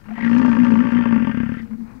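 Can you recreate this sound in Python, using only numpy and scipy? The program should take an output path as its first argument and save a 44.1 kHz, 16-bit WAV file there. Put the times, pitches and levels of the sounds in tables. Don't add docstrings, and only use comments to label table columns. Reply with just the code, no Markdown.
import sys
import numpy as np
from scipy import signal
from scipy.fft import rfft, irfft
from scipy.io import wavfile
from scipy.ndimage import uniform_filter1d, map_coordinates

SR = 44100
rng = np.random.default_rng(int(sys.argv[2]) if len(sys.argv) > 2 else 0)


def store_wav(level_fs):
    pcm = np.round(np.clip(np.atleast_2d(level_fs), -1, 1) * 32767)
    wavfile.write(sys.argv[1], SR, pcm.T.astype(np.int16))


N = 88200

# freq_hz [Hz], gain_db [dB]
FLAP_TONE = [(25, 0), (60, -9.5), (115, 1.5), (180, 2), (240, 8), (300, -2), (380, -9), (540, -7),
             (650, -29), (1500, -47.5), (6000, -95)]


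def amp(db):
    return 10 ** (np.asarray(db) / 20)


def unit(x):
    return x / np.sqrt(np.mean(x ** 2) + 1e-20)


def steady(x, size=3500):
    power = uniform_filter1d(uniform_filter1d(unit(x) ** 2, size), size)
    return unit(x) / np.sqrt(np.abs(power) + .01)


def clock():
    return np.arange(N) / SR


def curves(rows):
    time_s, *columns = np.transpose(rows)
    return [np.interp(clock(), time_s, column) for column in columns]


def wobble(rate):
    knots = rng.standard_normal(int(N * rate / SR) + 4)
    return map_coordinates(knots, [clock() * rate])


def swell(centre_s, length_s):
    return np.exp(-2 * ((clock() - centre_s) / length_s) ** 2)


def filtered(x, response):
    spectrum = rfft(x, 2 * N)
    return irfft(spectrum * response(np.fft.rfftfreq(2 * N, 1 / SR)))[..., :N]


def coloured(x, points):
    freq_hz, gain_db = np.transpose(points)

    def response(f):
        log_gain = np.log(amp(np.interp(np.log(f + 1), np.log(freq_hz), gain_db)))
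        cepstrum = irfft(log_gain)
        return np.exp(rfft(np.r_[cepstrum[0], 2 * cepstrum[1:N], np.zeros(N)]))
    return filtered(x, response)


def noise(points):
    return unit(coloured(rng.standard_normal(N), points))


def resonate(x, modes):
    def response(f):
        return sum(amp(db) * 1j * f * width / (hz * hz - f * f + 1j * f * width)
                   for hz, width, db in modes)
    return filtered(x, response)


def impulses(times, sizes):
    places = np.clip(np.round(times * SR).astype(int), 0, N - 1)
    return np.bincount(places, sizes, N)


def linger(x, decay_s):
    return signal.lfilter([1], [1, -np.exp(-1 / (decay_s * SR))], x)


def bellow():
    voice = [(0.03, -57, -61.5), (0.17, -36.5, -46), (0.26, -27, -35), (0.48, -25, -34.5),
             (0.78, -25, -35.5), (1.05, -28.5, -35), (1.25, -28.5, -37.5), (1.4, -39.5, -39.5),
             (1.58, -41.5, -44), (1.66, -68.5, -60.5)]
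    flap_scatter_db, rattle_scatter_db = 1.1, 2.2
    puff_lead_s, puff_scatter_s = .001, .0025
    boom_share, treble_share = 0.4, 0.27

    times, accents = flap_times()
    scatter = rng.standard_normal((N, 5))[:len(times)].T * (accents == 0)
    size, edge, bite, slip, stagger = scatter
    push = -amp(boom_share * accents + flap_scatter_db * size)
    middle_db, treble_db = curves(voice)
    hard_db = np.interp(times, clock(), middle_db) + accents + rattle_scatter_db * edge
    sharp_db = treble_share * accents + rattle_scatter_db * bite
    puff_times = times - puff_lead_s + puff_scatter_s * stagger

    low = boom(times, push) + chest_thud(times, push, slip)
    buzz, rasping = high_buzz(puff_times, sharp_db), rasp(puff_times, sharp_db)
    treble = amp(treble_db) * (amp(-5) * buzz + amp(-3.5) * rasping)
    voiced = np.interp(clock(), [.14, .18, 1.58, 1.64], [0, 1, 1, 0])
    mouth_open = np.interp(clock(), [1.65, 1.85], [1, 0])
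    return voiced * boom_breaks() * low + mouth_open * (middle_rattle(times, hard_db) + treble)


def flap_times():
    # time_s [s], rate_hz [flaps per s], timing scatter_ms [ms]
    flaps = [(0.15, 56, .5), (0.3, 59, .4), (0.49, 61, .4), (0.6, 58, .3), (0.8, 56, .5), (0.96, 58, .3),
             (1.2, 54, .6), (1.3, 42, 2), (1.42, 34, 2.5), (1.6, 39, 3)]
    # start_s [s], accent_db [dB against the other flaps; weaker in the boom and treble]
    pops = [(0.2791, -9.5), (0.3643, 3), (0.396, 5.5), (0.415, 4.5), (0.448, 7.5), (0.48, 6), (0.568, 7),
            (0.6671, 5.5), (0.719, 3), (0.755, 6.5), (0.773, -2), (0.853, 4.5), (0.9211, -0.5),
            (1.0561, 10.5), (1.125, 12.5), (1.16, 5.5), (1.223, -2.5), (1.2707, 9), (1.2941, 7.5),
            (1.373, 7.5), (1.402, 10.5), (1.4324, 3.5), (1.492, 4)]
    rate, scatter_ms = curves(flaps)
    pop_s, pop_db = np.transpose(pops)
    cycles = np.cumsum(rate) / SR
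    at_pop = np.interp(pop_s, clock(), cycles)
    steps = np.maximum(1, np.round(np.diff(at_pop, prepend=0)))
    whole = np.cumsum(steps).astype(int)
    cycles = cycles + np.interp(clock(), pop_s, whole - at_pop)
    times = np.interp(np.arange(int(cycles[-1])), cycles, clock())
    jitter = rng.standard_normal(N)[:len(times)]
    times += jitter * np.interp(times, clock(), scatter_ms) / 1000
    accents = np.zeros(len(times))
    times[whole], accents[whole] = pop_s, pop_db
    return times, accents


def boom(times, push):
    # time_s [s], level_db [dB]
    boom_level = [(0.19, -33), (0.25, -20), (0.366, -16), (0.55, -17.5), (0.626, -13), (0.675, -19),
                  (0.722, -14.5), (0.81, -15), (0.89, -24.5), (0.96, -16), (1.035, -22.5), (1.165, -17),
                  (1.33, -25.5), (1.43, -26), (1.62, -35.5)]
    return amp(curves(boom_level)[0]) * steady(deep(impulses(times, push)), size=3000)


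def deep(x):
    # time_s [s], pitch_hz [Hz]
    throat = [(0.2, 214), (0.35, 242), (0.48, 243), (0.6, 236.6), (1.0, 228.5), (1.3, 227), (1.8, 225.7)]
    width_hz = 30
    turn = np.exp(2j * np.pi * np.cumsum(curves(throat)[0]) / SR)
    ring = linger(coloured(x, FLAP_TONE) / turn, 1 / (np.pi * width_hz))
    return np.real(turn * ring)


def chest_thud(times, push, slip):
    # time_s [s], level_db [dB]
    thud_level = [(0.15, -54), (0.3, -35), (0.9, -31), (1.25, -32.5), (1.45, -30), (1.6, -37.5)]
    chest_hz, width_hz, slip_s = 115, 180, 0.0011
    knocks = coloured(impulses(times + slip_s * slip, push), FLAP_TONE)
    return amp(curves(thud_level)[0]) * steady(resonate(knocks, [(chest_hz, width_hz, 0)]))


def boom_breaks():
    # centre_s [s], depth_db [dB]
    breaks = [(0.425, -2), (0.577, -8), (0.662, -6), (0.759, -8), (0.835, -11), (0.911, -20),
              (1.049, -13.5), (1.26, -11.5), (1.325, -16), (1.481, -2)]
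    return amp(sum(db * swell(s, .011) for s, db in breaks))


def middle_rattle(times, flap_db):
    middles = [(433, 38, -19), (562.2, 45, -11), (919.4, 76, 4), (1158, 51.3, -1)]
    return rattle(times, flap_db, middles, scatter_db=2)


def high_buzz(times, flap_db):
    highs = [(1397, 18, -2), (1586, 17, -0.5), (1800, 18, 0), (2024, 17, -8.5), (2516, 47, -4),
             (2770, 34, -5.5), (3080, 38, -7)]
    return steady(rattle(times, flap_db, highs, scatter_db=5.5))


def rattle(times, flap_db, modes, scatter_db):
    # freq_hz [Hz], gain_db [dB]
    mouth = [(150, -7.5), (420, 6.5), (590, 4.5), (640, -4), (770, -9), (880, -3), (3200, -4),
             (3900, -18.5), (4700, -11), (9000, -37.5)]
    detune_ratio, attack_s = .012, 0.0022
    t = np.arange(SR // 8) / SR
    hz, width, level = np.transpose(modes)[..., None]
    ring = np.zeros(N + SR)
    for s, db in zip(times, flap_db):
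        detune, size, phase = rng.standard_normal((3, len(modes), 1))
        tones = np.sin(2 * np.pi * (hz * (1 + detune_ratio * detune) * t + phase))
        tones *= np.exp(-np.pi * width * t)
        gains = amp(db + level + scatter_db * np.clip(size, -2, 1))
        burst = np.sum(gains * tones, axis=0) * (1 - np.exp(-t / attack_s))
        ring[max(0, round(s * SR)):][:len(t)] += burst
    return coloured(ring[:N], mouth)


def rasp(puff_times, puff_db):
    # time_s [s], strength [times the rms of the puffs]
    leak = [(0.4, .3), (1.1, .55), (1.55, 1.3)]
    # freq_hz [Hz], density_db [relative dB per Hz]
    rasp_tone = [(200, -6.5), (570, -2), (720, -1.5), (920, -3.5), (1350, 4), (1800, 4.5), (2150, 1),
                 (3100, -7.5), (3550, -14.5), (3900, -41), (4700, -20.5), (5500, -29.5), (6700, -37),
                 (8000, -58)]
    puffs = unit(linger(impulses(puff_times, amp(puff_db)), .0035))
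    airflow = curves(leak)[0] + puffs
    return steady(coloured(airflow * rng.standard_normal(N), rasp_tone))


def hum():
    # centre_s [s], length_s [s], pitch_hz [Hz], glide [Hz per s], level_db [dB rms at the peak]
    hums = [(0.13, 0.064, 220.8, 219, -30), (1.642, 0.037, 224, -100, -32), (1.736, 0.038, 220.7, -21, -27),
            (1.816, 0.028, 234.8, 5, -28.5)]
    # centre_s [s], length_s [s], pitch_hz [Hz], level_db [dB rms]
    overtone = (1.7, .2, 470, -61)
    waver = .2
    out = np.zeros(N)
    for s, length, hz, glide, db in hums:
        t = clock() - s
        phase = 2 * np.pi * (hz * t + glide * t * t / 2) + waver * wobble(90)
        out += amp(db) * swell(s, length) * np.sin(phase)
    s, length, hz, db = overtone
    phase = 2 * np.pi * hz * clock() + waver * wobble(45)
    out += amp(db) * swell(s, length) * np.sin(phase)
    return np.sqrt(2) * out


def nose():
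    # centre_s [s], length_s [s], level_db [dB]
    nasal = [(0.122, 0.017, -43), (0.185, 0.012, -43)]
    mode = [(710, 15, 0)]  # Hz, width Hz, dB
    ring = steady(resonate(resonate(rng.standard_normal(N), mode), mode))
    return ring * sum(amp(db) * swell(s, length) for s, length, db in nasal)


def muzzle():
    return snorts() + push_hiss() + soft_air()


def snorts():
    snort_bursts = [(0.177, 0.033, -42.5), (0.21, 0.0081, -33), (0.241, 0.026, -34), (0.249, 0.0043, -31.5),
                    (0.277, 0.008, -33), (0.98, 0.0021, -33), (1.596, 0.027, -43)]
    snort_tone = [(500, -29.5), (1600, -14), (1920, 7), (2100, -2.5), (2400, -13), (3200, -19.5),
                  (9000, -57)]
    envelope = sum(amp(db) * swell(s, length) for s, length, db in snort_bursts)
    return envelope * steady(noise(snort_tone), size=700)


def push_hiss():
    hiss_level = [(0.1, -74), (0.39, -57.5), (0.6, -61), (1.2, -73.5)]
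    hiss_tone = [(2000, -11.5), (4300, 4), (6300, -3.5), (7500, -9.5), (15000, -27.5)]
    flicker_db = 3.0 * wobble(120)
    return amp(curves(hiss_level)[0] + flicker_db) * noise(hiss_tone)


def soft_air():
    # start_s [s], level_db [dB]
    crackle_hits = [(0.056, -47), (0.085, -41), (0.107, -40.5), (0.16, -41.5), (0.18, -33.5),
                    (1.657, -55.5), (1.71, -50.5), (1.732, -48), (1.805, -56)]
    # time_s [s], level_db [dB] at the deep resonance, level_db [dB] of the airy part
    airflow = [(1.45, -79, -68.5), (1.6, -38.5, -62), (1.72, -47.5, -65.5), (1.82, -34, -65),
               (1.89, -45.5, -51.5), (2.0, -43.5, -59.5)]
    air_tone = [(150, 4.5), (450, 5.5), (620, 1.5), (900, 9), (1400, 4), (2400, -0.5), (3600, -30.5),
                (9000, -53)]
    air_top_hz = 4500
    start_s, level_db = np.transpose(crackle_hits)
    crackles = linger(impulses(start_s, amp(level_db)), 0.0095)
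    deep_db, air_db = curves(airflow)
    air = (amp(air_db) + crackles) * noise(air_tone)
    air = filtered(air, lambda hz: 1 / (1 + (hz / air_top_hz) ** 4))
    return amp(deep_db) * steady(deep(rng.standard_normal(N))) + air


def wind():
    wind_tone = [(15, -2.5), (28, 1), (60, -2.5), (110, 1.5), (230, -5.5), (400, -17), (1500, -32),
                 (4000, -54), (15000, -61.5)]
    return amp(-47.5 + wobble(4.8)) * noise(wind_tone)


def scene():
    pan = 1
    field = bellow() + hum() + nose() + muzzle() + wind()
    return np.array([(1 + pan) * field, (1 - pan) * field])


def record(dry):
    self_noise_db, top_hz = -67.5, 15800
    hiss = amp(self_noise_db) * rng.standard_normal((2, N))
    return filtered(dry + hiss, lambda hz: hz < top_hz)


dry = scene()
out = record(dry)
store_wav(out)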